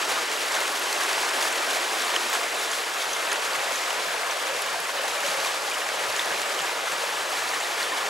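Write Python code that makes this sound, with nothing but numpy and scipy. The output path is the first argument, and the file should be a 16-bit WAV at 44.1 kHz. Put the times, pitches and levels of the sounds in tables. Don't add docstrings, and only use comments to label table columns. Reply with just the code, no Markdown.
import sys
import numpy as np
from scipy import signal
from scipy.fft import rfft, irfft, next_fast_len
from scipy.io import wavfile
from scipy.ndimage import uniform_filter1d, map_coordinates

SR = 44100
rng = np.random.default_rng(int(sys.argv[2]) if len(sys.argv) > 2 else 0)


def dump_mix(stems):
    frames = np.atleast_2d(stems).T
    limited = np.clip(frames, -1, 1)
    pcm = np.round(limited * 32767).astype(np.int16)
    wavfile.write(sys.argv[1], SR, pcm)


N = 356769

# (frequency [Hz], density [dB])
WATER_SPECTRUM = [(15, -75), (25, -52), (156, -31), (216, -23), (435, -4.5), (570, -3.5), (670, -1.5),
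                  (1150, -1.5), (1500, -2.5), (1720, -2), (1870, -3.5), (2950, -6), (5950, -9.5),
                  (10800, -18), (15700, -31)]
# (time [s], arch boom [dB], hollow glug [dB])
HOLLOW_LEVELS = [(0, -52.5, -75), (1, -49, -55), (2.2, -48, -58), (2.9, -57, -71), (3.6, -61, -54),
                 (4.6, -70, -49), (5.3, -59, -48), (5.8, -71, -47), (6.3, -52, -50), (7, -62, -51),
                 (8.09, -59, -70)]
# (time [s], level [dB])
RUMBLE_LEVELS = [(0, -64), (.6, -71), (2.8, -72), (3.8, -67.5), (5, -67.5), (6.5, -67), (8.09, -69)]
# (time [s], roar [dB], spray over roar [dB])
FLOW_LEVELS = [(0, -28.5, -5), (.3, -29, -2.5), (.75, -30, -1.5), (1.1, -28, -2), (1.6, -28, -3.5),
               (2.1, -29.5, -1), (2.5, -31, -2), (2.85, -30, -3), (3.4, -29, -4.5), (3.9, -29.5, -3.5),
               (4.4, -30, -4), (4.9, -30.5, -3.5), (5.3, -29, -3), (5.6, -31, -2.5), (6.3, -28.5, -4),
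               (6.8, -29.5, -5), (7.4, -30, -2.5), (8.09, -28.5, -5.5)]
# (time [s], spray lift [dB], roar lift [dB])
SHEET_SLAPS = [(.03, 3, 2), (.11, 3.5, 1), (.18, 2.5, 1.5), (.31, -1, 0.5), (.55, 3, 3), (.62, 1, 2),
               (.93, 0.5, -0.5), (1.0, 1.5, 0.5), (1.37, 1.5, 1), (1.43, 2, 0.5), (1.47, 3, -0.5),
               (1.71, 1, 2), (1.76, 3, -1), (2.14, 0, 3), (2.31, 1, -2), (2.345, 3.5, 5), (2.63, 4, 0.5),
               (2.74, 2, -2), (3.01, 2, 0), (3.13, 1.5, 0), (3.325, 0.5, 3), (3.54, 1.5, 1), (3.72, 2, 0.5),
               (4.49, 1, 1.5), (5.2, -0.5, 0.5), (5.29, 1, 0), (5.4, -0.5, 1), (5.47, 3.5, 2),
               (6.19, 1.5, -0.5), (6.7, 2.5, 0.5), (6.92, 1.5, 0), (7.6, 0, 0), (7.82, 2.5, 0.5),
               (7.97, 1.5, 1.5)]
# (time [s], depth [dB])
DIPS = [(.075, 1.5), (.72, 1.5), (.59, 1), (2.27, -2), (2.42, -1), (2.88, 0.5), (4.35, 1.5), (4.93, 3.5),
        (5.53, 0.5), (6.74, 2.5)]
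# (time [s], pitch [Hz], peak [dB], half
# length [ms])
DISTINCT_RINGS = [(0.3178, 7300, -27, 1.5), (0.7962, 12403, -27, 1.0), (.522, 7670, -28, 1.5),
                  (.551, 7840, -28, 1.5), (.554, 6720, -27, 1.5), (.555, 740, -34, 12), (.566, 1780, -24, 5),
                  (.605, 7670, -28, 1.5), (.614, 4200, -27, 1), (.616, 2040, -21, 4), (.722, 9100, -25, .8),
                  (.9285, 4330, -19, 1.4), (0.929, 6100, -24, 1.5), (1.014, 1640, -22, 5),
                  (1.036, 11000, -29, 1), (1.131, 4730, -25, 2), (1.2505, 1060, -20, 2.2),
                  (1.291, 9560, -29, 1.5), (1.411, 5000, -25, 1.8), (1.426, 10100, -26, 1.2),
                  (1.43, 6500, -20, 1), (1.448, 10500, -26, 1.2), (1.5265, 8039, -24, 1.2),
                  (1.733, 3750, -24, 2.5), (1.737, 1640, -26, 5), (2.022, 7490, -27, 1.5),
                  (2.061, 696, -26, 12), (2.1048, 3150, -20, 1.7), (2.1637, 1730, -21, 4.7),
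                  (2.1638, 3030, -12, 1.8), (2.2999, 14240, -24, 0.3), (2.3307, 2000, -14, .7),
                  (2.335, 7670, -28, 1.5), (2.336, 1000, -25, 6), (2.341, 4900, -25, 1.5),
                  (2.35, 8180, -28, 1.5), (2.439, 2400, -21, 3.4), (2.7162, 6431, -24, 1.9),
                  (2.7347, 3260, -21, 1.7), (3.1341, 6170, -18, 2), (3.1676, 2123, -25, 6.3),
                  (3.3181, 6400, -21, 1.6), (3.319, 4130, -26, 1.8), (3.3295, 9900, -20, 0.7),
                  (3.33, 5170, -25, 1), (3.5336, 4570, -21, 1.6), (3.713, 516, -30, 8.8),
                  (3.722, 6550, -26, 1.5), (3.758, 6370, -22, 1.5), (3.9053, 2756, -21, 1.3),
                  (4.239, 686, -26, 10), (4.312, 5940, -23, 1.8), (4.426, 7920, -30, 1.5),
                  (4.476, 3550, -27, 2.5), (4.506, 540, -30, 13), (4.3717, 10335, -30, 1.2),
                  (4.621, 10800, -24, 1.1), (4.664, 12800, -37, 1), (4.873, 10700, -34, 1),
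                  (4.886, 8700, -32, 1.2), (5.082, 11200, -33, 1), (5.206, 11000, -31, 1),
                  (5.265, 11600, -32, 1), (5.449, 10300, -30, 1), (5.7, 9400, -32, 1.2),
                  (5.785, 10900, -33, 1), (6.103, 12700, -31, 1), (6.418, 8100, -31, 1.3),
                  (6.621, 7060, -25, 1.4), (4.8033, 11254, -29, 1.4), (4.895, 2910, -27, 5),
                  (4.988, 4900, -30, 3), (4.989, 2990, -26, 9.8), (5.042, 600, -37, 12),
                  (5.144, 2850, -25, 3), (5.157, 2950, -27, 3), (5.181, 2450, -28, 3),
                  (5.204, 2830, -24, 2.4), (5.2525, 2900, -24, 2.4), (5.284, 2450, -23, 3),
                  (5.345, 1950, -24, 2.7), (5.449, 2420, -25, 7), (5.2527, 573, -28, 18),
                  (5.3164, 4560, -23, 2.6), (5.718, 2460, -23, 3.9), (5.396, 595, -24, 3.6),
                  (5.46, 1180, -20, 6.3), (5.684, 800, -27, 10), (5.743, 2960, -27, 6),
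                  (5.7741, 1247, -22, 4.8), (5.825, 2800, -26, 6), (5.889, 5770, -29, 1.6),
                  (6.1038, 613, -29, 19), (6.1649, 6700, -21, 1.6), (6.1959, 3580, -14, 2.1),
                  (6.259, 9390, -30, 1.4), (6.321, 600, -28, 7.8), (6.591, 3010, -20, 2),
                  (6.92, 2752, -26, 3.9), (6.922, 6030, -28, 1.5), (6.938, 4480, -27, 2.5),
                  (7.04, 570, -27, 7.8), (7.332, 750, -27, 9.3), (7.5384, 1850, -26, 6.8),
                  (7.6044, 7360, -27, 2.7), (7.8302, 4400, -25, 2.4), (7.9203, 1790, -24, 9.6),
                  (7.933, 1050, -25, 8)]
# (time [s], relative level [dB], pitch [Hz])
KNOCKS = [(3.571, -52, 152), (4.064, -50, 160), (4.519, -52, 155), (4.796, -56, 166), (5.279, -46, 172),
          (5.369, -51, 151), (6.078, -51, 97), (6.311, -49, 171), (6.6, -47, 162), (6.917, -53, 171)]
# (time [s], level [dB], half length [s])
PUFFS = [(5.55, -61, 0.13), (5.88, -64, .1), (6.07, -54, 0.074), (6.93, -60, 0.091), (7.2, -65, 0.15),
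         (7.575, -60, .07), (8.0, -66, 0.14)]
# (frequency [Hz], density [dB])
PUFF_SPECTRUM = [(20, -16), (60, -11), (110, -2), (200, 6), (400, -40), (800, -120)]
# (time [s], left over right below 3 kHz [dB], mid-treble width [dB], top width [dB])
STEREO_IMAGE = [(0, .6, -41, -4), (1.1, 0.8, -44, -7), (1.6, .7, -39, -5), (2.1, 0.5, -25, -1),
                (3, .9, -15, 0), (3.8, 1, -1, 1), (4.8, 1, -1, 2), (5.5, 1.2, -3, 0), (6.75, 0.5, -2.5, 0),
                (7.1, 1.2, -33, 0), (8.09, 0.5, -50, -2)]
# (frequency [Hz], coherence [0-1])
PORT_COHERENCE = [(60, .93), (140, .97), (440, .98), (880, .89), (1300, .8), (2600, .79), (5200, .77),
                  (7500, .84), (9300, .69), (11500, .54), (14000, .41)]
# (frequency [Hz], left lead [rad])
PORT_LEAD = [(60, -.05), (220, -.3), (440, -.5), (880, -.7), (1300, -.72), (1900, -.6), (2600, -.45),
             (3700, -.2), (5200, -.03), (7800, 0), (9300, .3), (11500, .55), (15000, .5)]
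# (frequency [Hz], gain [dB])
BODY_RESPONSE = [(6000, -1.5), (7800, 1), (8700, -1.5), (10800, 2), (13000, 1)]

TIME_S = np.arange(N) / SR


def amp(db):
    return 10 ** (np.asarray(db) / 20)


def unit(x):
    return x / np.sqrt(np.mean(np.abs(x) ** 2) + 1e-20)


def along(points, hz):
    knots_hz, values = np.transpose(points)
    return np.interp(np.log(hz + 1), np.log(knots_hz + 1), values)


def curves(rows):
    at_s, *cols = np.transpose(rows)
    return [np.interp(TIME_S, at_s, col) for col in cols]


def swells(rows, rise_s, fall_s):
    at_s, *cols = np.transpose(rows)
    late_s = TIME_S - at_s[:, None]
    return np.array(cols) @ np.exp(-(late_s / np.where(late_s < 0, rise_s, fall_s)) ** 2)


def wobble(rate_hz):
    return map_coordinates(rng.standard_normal(1000), [TIME_S * rate_hz])


def filtered(x, response):
    size = next_fast_len(N + 8192)
    return irfft(rfft(x, size) * response(np.fft.rfftfreq(size, 1 / SR)), size)[..., :N]


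def under(hz, edge_hz, order):
    return 1 / (1 + (hz / edge_hz) ** order)


def above(hz, edge_hz, order):
    return 1 - under(hz, edge_hz, order)


def bubble_rings(at_s, hz, gain, life_s, rise, half_samples):
    t = np.arange(-half_samples, half_samples + 1) / SR
    age = t / life_s[:, None]
    rings = gain[:, None] * np.exp(-2 * age ** 2) * np.sin(2 * np.pi * hz[:, None] * t * (1 + rise * age))
    index = np.clip(np.round((at_s[:, None] + t) * SR).astype(int), 0, N - 1)
    return np.bincount(index.ravel(), rings.ravel(), N)


def bubble_crowd(density, lo_hz, hi_hz, cycles, spread_db, count, half_samples):
    when, pitch, length, size = rng.random((count, 4)).T
    at_s = np.interp(when, np.cumsum(density) / density.sum(), TIME_S)
    hz = lo_hz + (hi_hz - lo_hz) * pitch
    life_s = np.minimum(cycles * (.5 + length) / hz, half_samples / 2 / SR)
    gain = amp(-spread_db * np.log(size + 0.011)) / np.sqrt(life_s)
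    return unit(bubble_rings(at_s, hz, gain, life_s, rise=0.046, half_samples=half_samples))


def water_sheet(depth_db, bins, frames):
    spectra = signal.stft(rng.standard_normal((2, N)), nperseg=256)[2]
    patches = uniform_filter1d(rng.standard_normal(spectra.shape[1:]), bins, axis=0)
    patches = unit(uniform_filter1d(patches, frames, axis=1))
    return unit(signal.istft(spectra * amp(depth_db * patches), nperseg=256)[1][:, :N])


def water_noise(splash):
    sheet = water_sheet(depth_db=0.62, bins=5, frames=9)
    fizz = [bubble_crowd(amp(2.2 * splash), lo_hz=1980, hi_hz=14900, cycles=2.7, spread_db=2,
                         count=9000, half_samples=96) for _ in sheet]
    churn = amp(2.5 * wobble(6))
    gurgle = [bubble_crowd(churn, lo_hz=483, hi_hz=5554, cycles=22, spread_db=0,
                           count=2000, half_samples=400) for _ in sheet]
    return sheet + amp(-10.5) * np.array(fizz) + amp(-14.5) * np.array(gurgle)


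def water_band(water, response):
    return unit(filtered(water, lambda hz: amp(along(WATER_SPECTRUM, hz)) * response(hz)))


def hollows(water):
    def resonance(centre_hz, log_width):
        return water_band(water, lambda hz: np.exp(-(np.log((hz + 1) / centre_hz) / log_width) ** 2))

    boom_db, glug_db = curves(HOLLOW_LEVELS)
    gulps = sum(gain * amp(3.2 * wobble(11)) * resonance(hz, 0.12)
                for hz, gain in [(488, 1), (558, 3), (616, 1)])
    return amp(boom_db) * resonance(290, 0.34) + amp(glug_db) * unit(gulps)


def rumble(water):
    level_db = curves(RUMBLE_LEVELS)[0] + 3.9 * wobble(14)
    return amp(level_db) * water_band(water, lambda hz: under(hz, 162, 6.2))


def roar_and_spray(water, splash, bubbles):
    flow_db, spray_over_db = curves(FLOW_LEVELS)
    dip_db, = swells(DIPS, rise_s=0.017, fall_s=0.017)
    spray_lift_db, roar_lift_db = swells(SHEET_SLAPS, rise_s=0.036, fall_s=0.029)
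    roar_db = flow_db - dip_db + roar_lift_db + 0.051 * splash
    spray_db = flow_db + spray_over_db - 0.57 * dip_db + spray_lift_db + 0.47 * splash
    roar = water_band(water, lambda hz: under(hz, 2870, 2.78) * above(hz, 150, 3))
    spray = water_band(water, lambda hz: above(hz, 2920, 1.53))
    return amp(roar_db) * roar + amp(spray_db) * spatter(bubbles, half_s=0.0018, lift=0.59) * spray


def distinct_bubbles(count, lo_hz, hi_hz):
    when, pitch, size, length = rng.random((count, 4)).T
    hz = lo_hz * (hi_hz / lo_hz) ** pitch
    peak_db = -28 - 11 * pitch + 2 * (2 * size - 1)
    cycles = 11 * (.5 + length)
    return np.vstack([DISTINCT_RINGS, np.transpose([when * TIME_S[-1], hz, peak_db, 1000 * cycles / hz])])


def spatter(bubbles, half_s, lift):
    at_s, _, _, life_ms = bubbles.T
    bursts = np.bincount(np.round(at_s * SR).astype(int), 1 / (1 + (life_ms / 2) ** 4), N)
    bell = np.exp(-(np.arange(-400, 401) / SR / half_s) ** 2)
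    return 1 + lift * signal.fftconvolve(bursts, bell, "same")


def pings(bubbles, rise_per_s=40, echo_s=0.0038, echo_db=-10):
    at_s, hz, peak_db, life_ms = bubbles.T
    life_s = life_ms / 1000
    rise = rise_per_s * life_s / (1 + (life_ms / 2) ** 2)
    direct, echo = (bubble_rings(at_s + delay_s, hz, amp(peak_db), life_s, rise[:, None], 900)
                    for delay_s in (0, echo_s))
    return direct + amp(echo_db) * echo


def thuds(attack_s=0.0089, t60_s=0.18):
    out, t = np.zeros(N + SR), np.arange(SR // 4) / SR
    for at_s, level_db, hz in KNOCKS:
        drift, lumps = (map_coordinates(knots, [t * 70]) for knots in rng.standard_normal((2, 40)))
        envelope = amp(2.2 * lumps - 60 * t / t60_s) * (1 - np.exp(-t / attack_s))
        swing = envelope * np.sin(2 * np.pi * hz * t + 0.7 * drift)
        out[round(at_s * SR):][:len(t)] += 0.22 * amp(level_db) * unit(swing)
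    return out[:N]


def breeze():
    buffet = amp(2.2 * np.array([wobble(25), wobble(25)])) * rng.standard_normal((2, N))
    envelope = sum(amp(db) * np.exp(-((TIME_S - at_s) / half_s) ** 2) for at_s, db, half_s in PUFFS)
    return envelope * unit(filtered(buffet, lambda hz: amp(along(PUFF_SPECTRUM, hz))))


def ports(centre, side_noise):
    pan_db, middle_db, top_db = curves(STEREO_IMAGE)
    angle_rad = lambda hz: np.arccos(np.clip(along(PORT_COHERENCE, hz), 0, 1)) / 2
    high = lambda hz: above(hz, 3840, 42)
    top = lambda hz: above(hz, 8650, 34)
    side_band = lambda response: filtered(side_noise, lambda hz: np.sin(angle_rad(hz)) * response(hz))
    mid = filtered(centre, lambda hz: np.cos(angle_rad(hz)))
    side = (side_band(lambda hz: 1 - high(hz))
            + amp(middle_db) * side_band(lambda hz: high(hz) - top(hz))
            + amp(top_db) * side_band(top))
    sign = np.array([[1], [-1]])
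    pair = filtered(mid + sign * side, lambda hz: np.exp(sign * .5j * along(PORT_LEAD, hz)))
    treble = filtered(pair, lambda hz: above(hz, 3000, 5.8))
    return treble + (pair - treble) * amp(sign * pan_db / 2)


def scene():
    bubbles = distinct_bubbles(count=50, lo_hz=1800, hi_hz=13900)
    splash = .6 * wobble(18) + 1.1 * wobble(45) + .8 * wobble(110)
    water = water_noise(splash)
    centre, side_noise = hollows(water) + rumble(water) + roar_and_spray(water, splash, bubbles)
    return ports(centre + pings(bubbles) + thuds(), side_noise) + breeze()


def record(dry):
    return filtered(dry, lambda hz: amp(along(BODY_RESPONSE, hz)) * (hz < 15800))


dry = scene()
out = record(dry)
dump_mix(out)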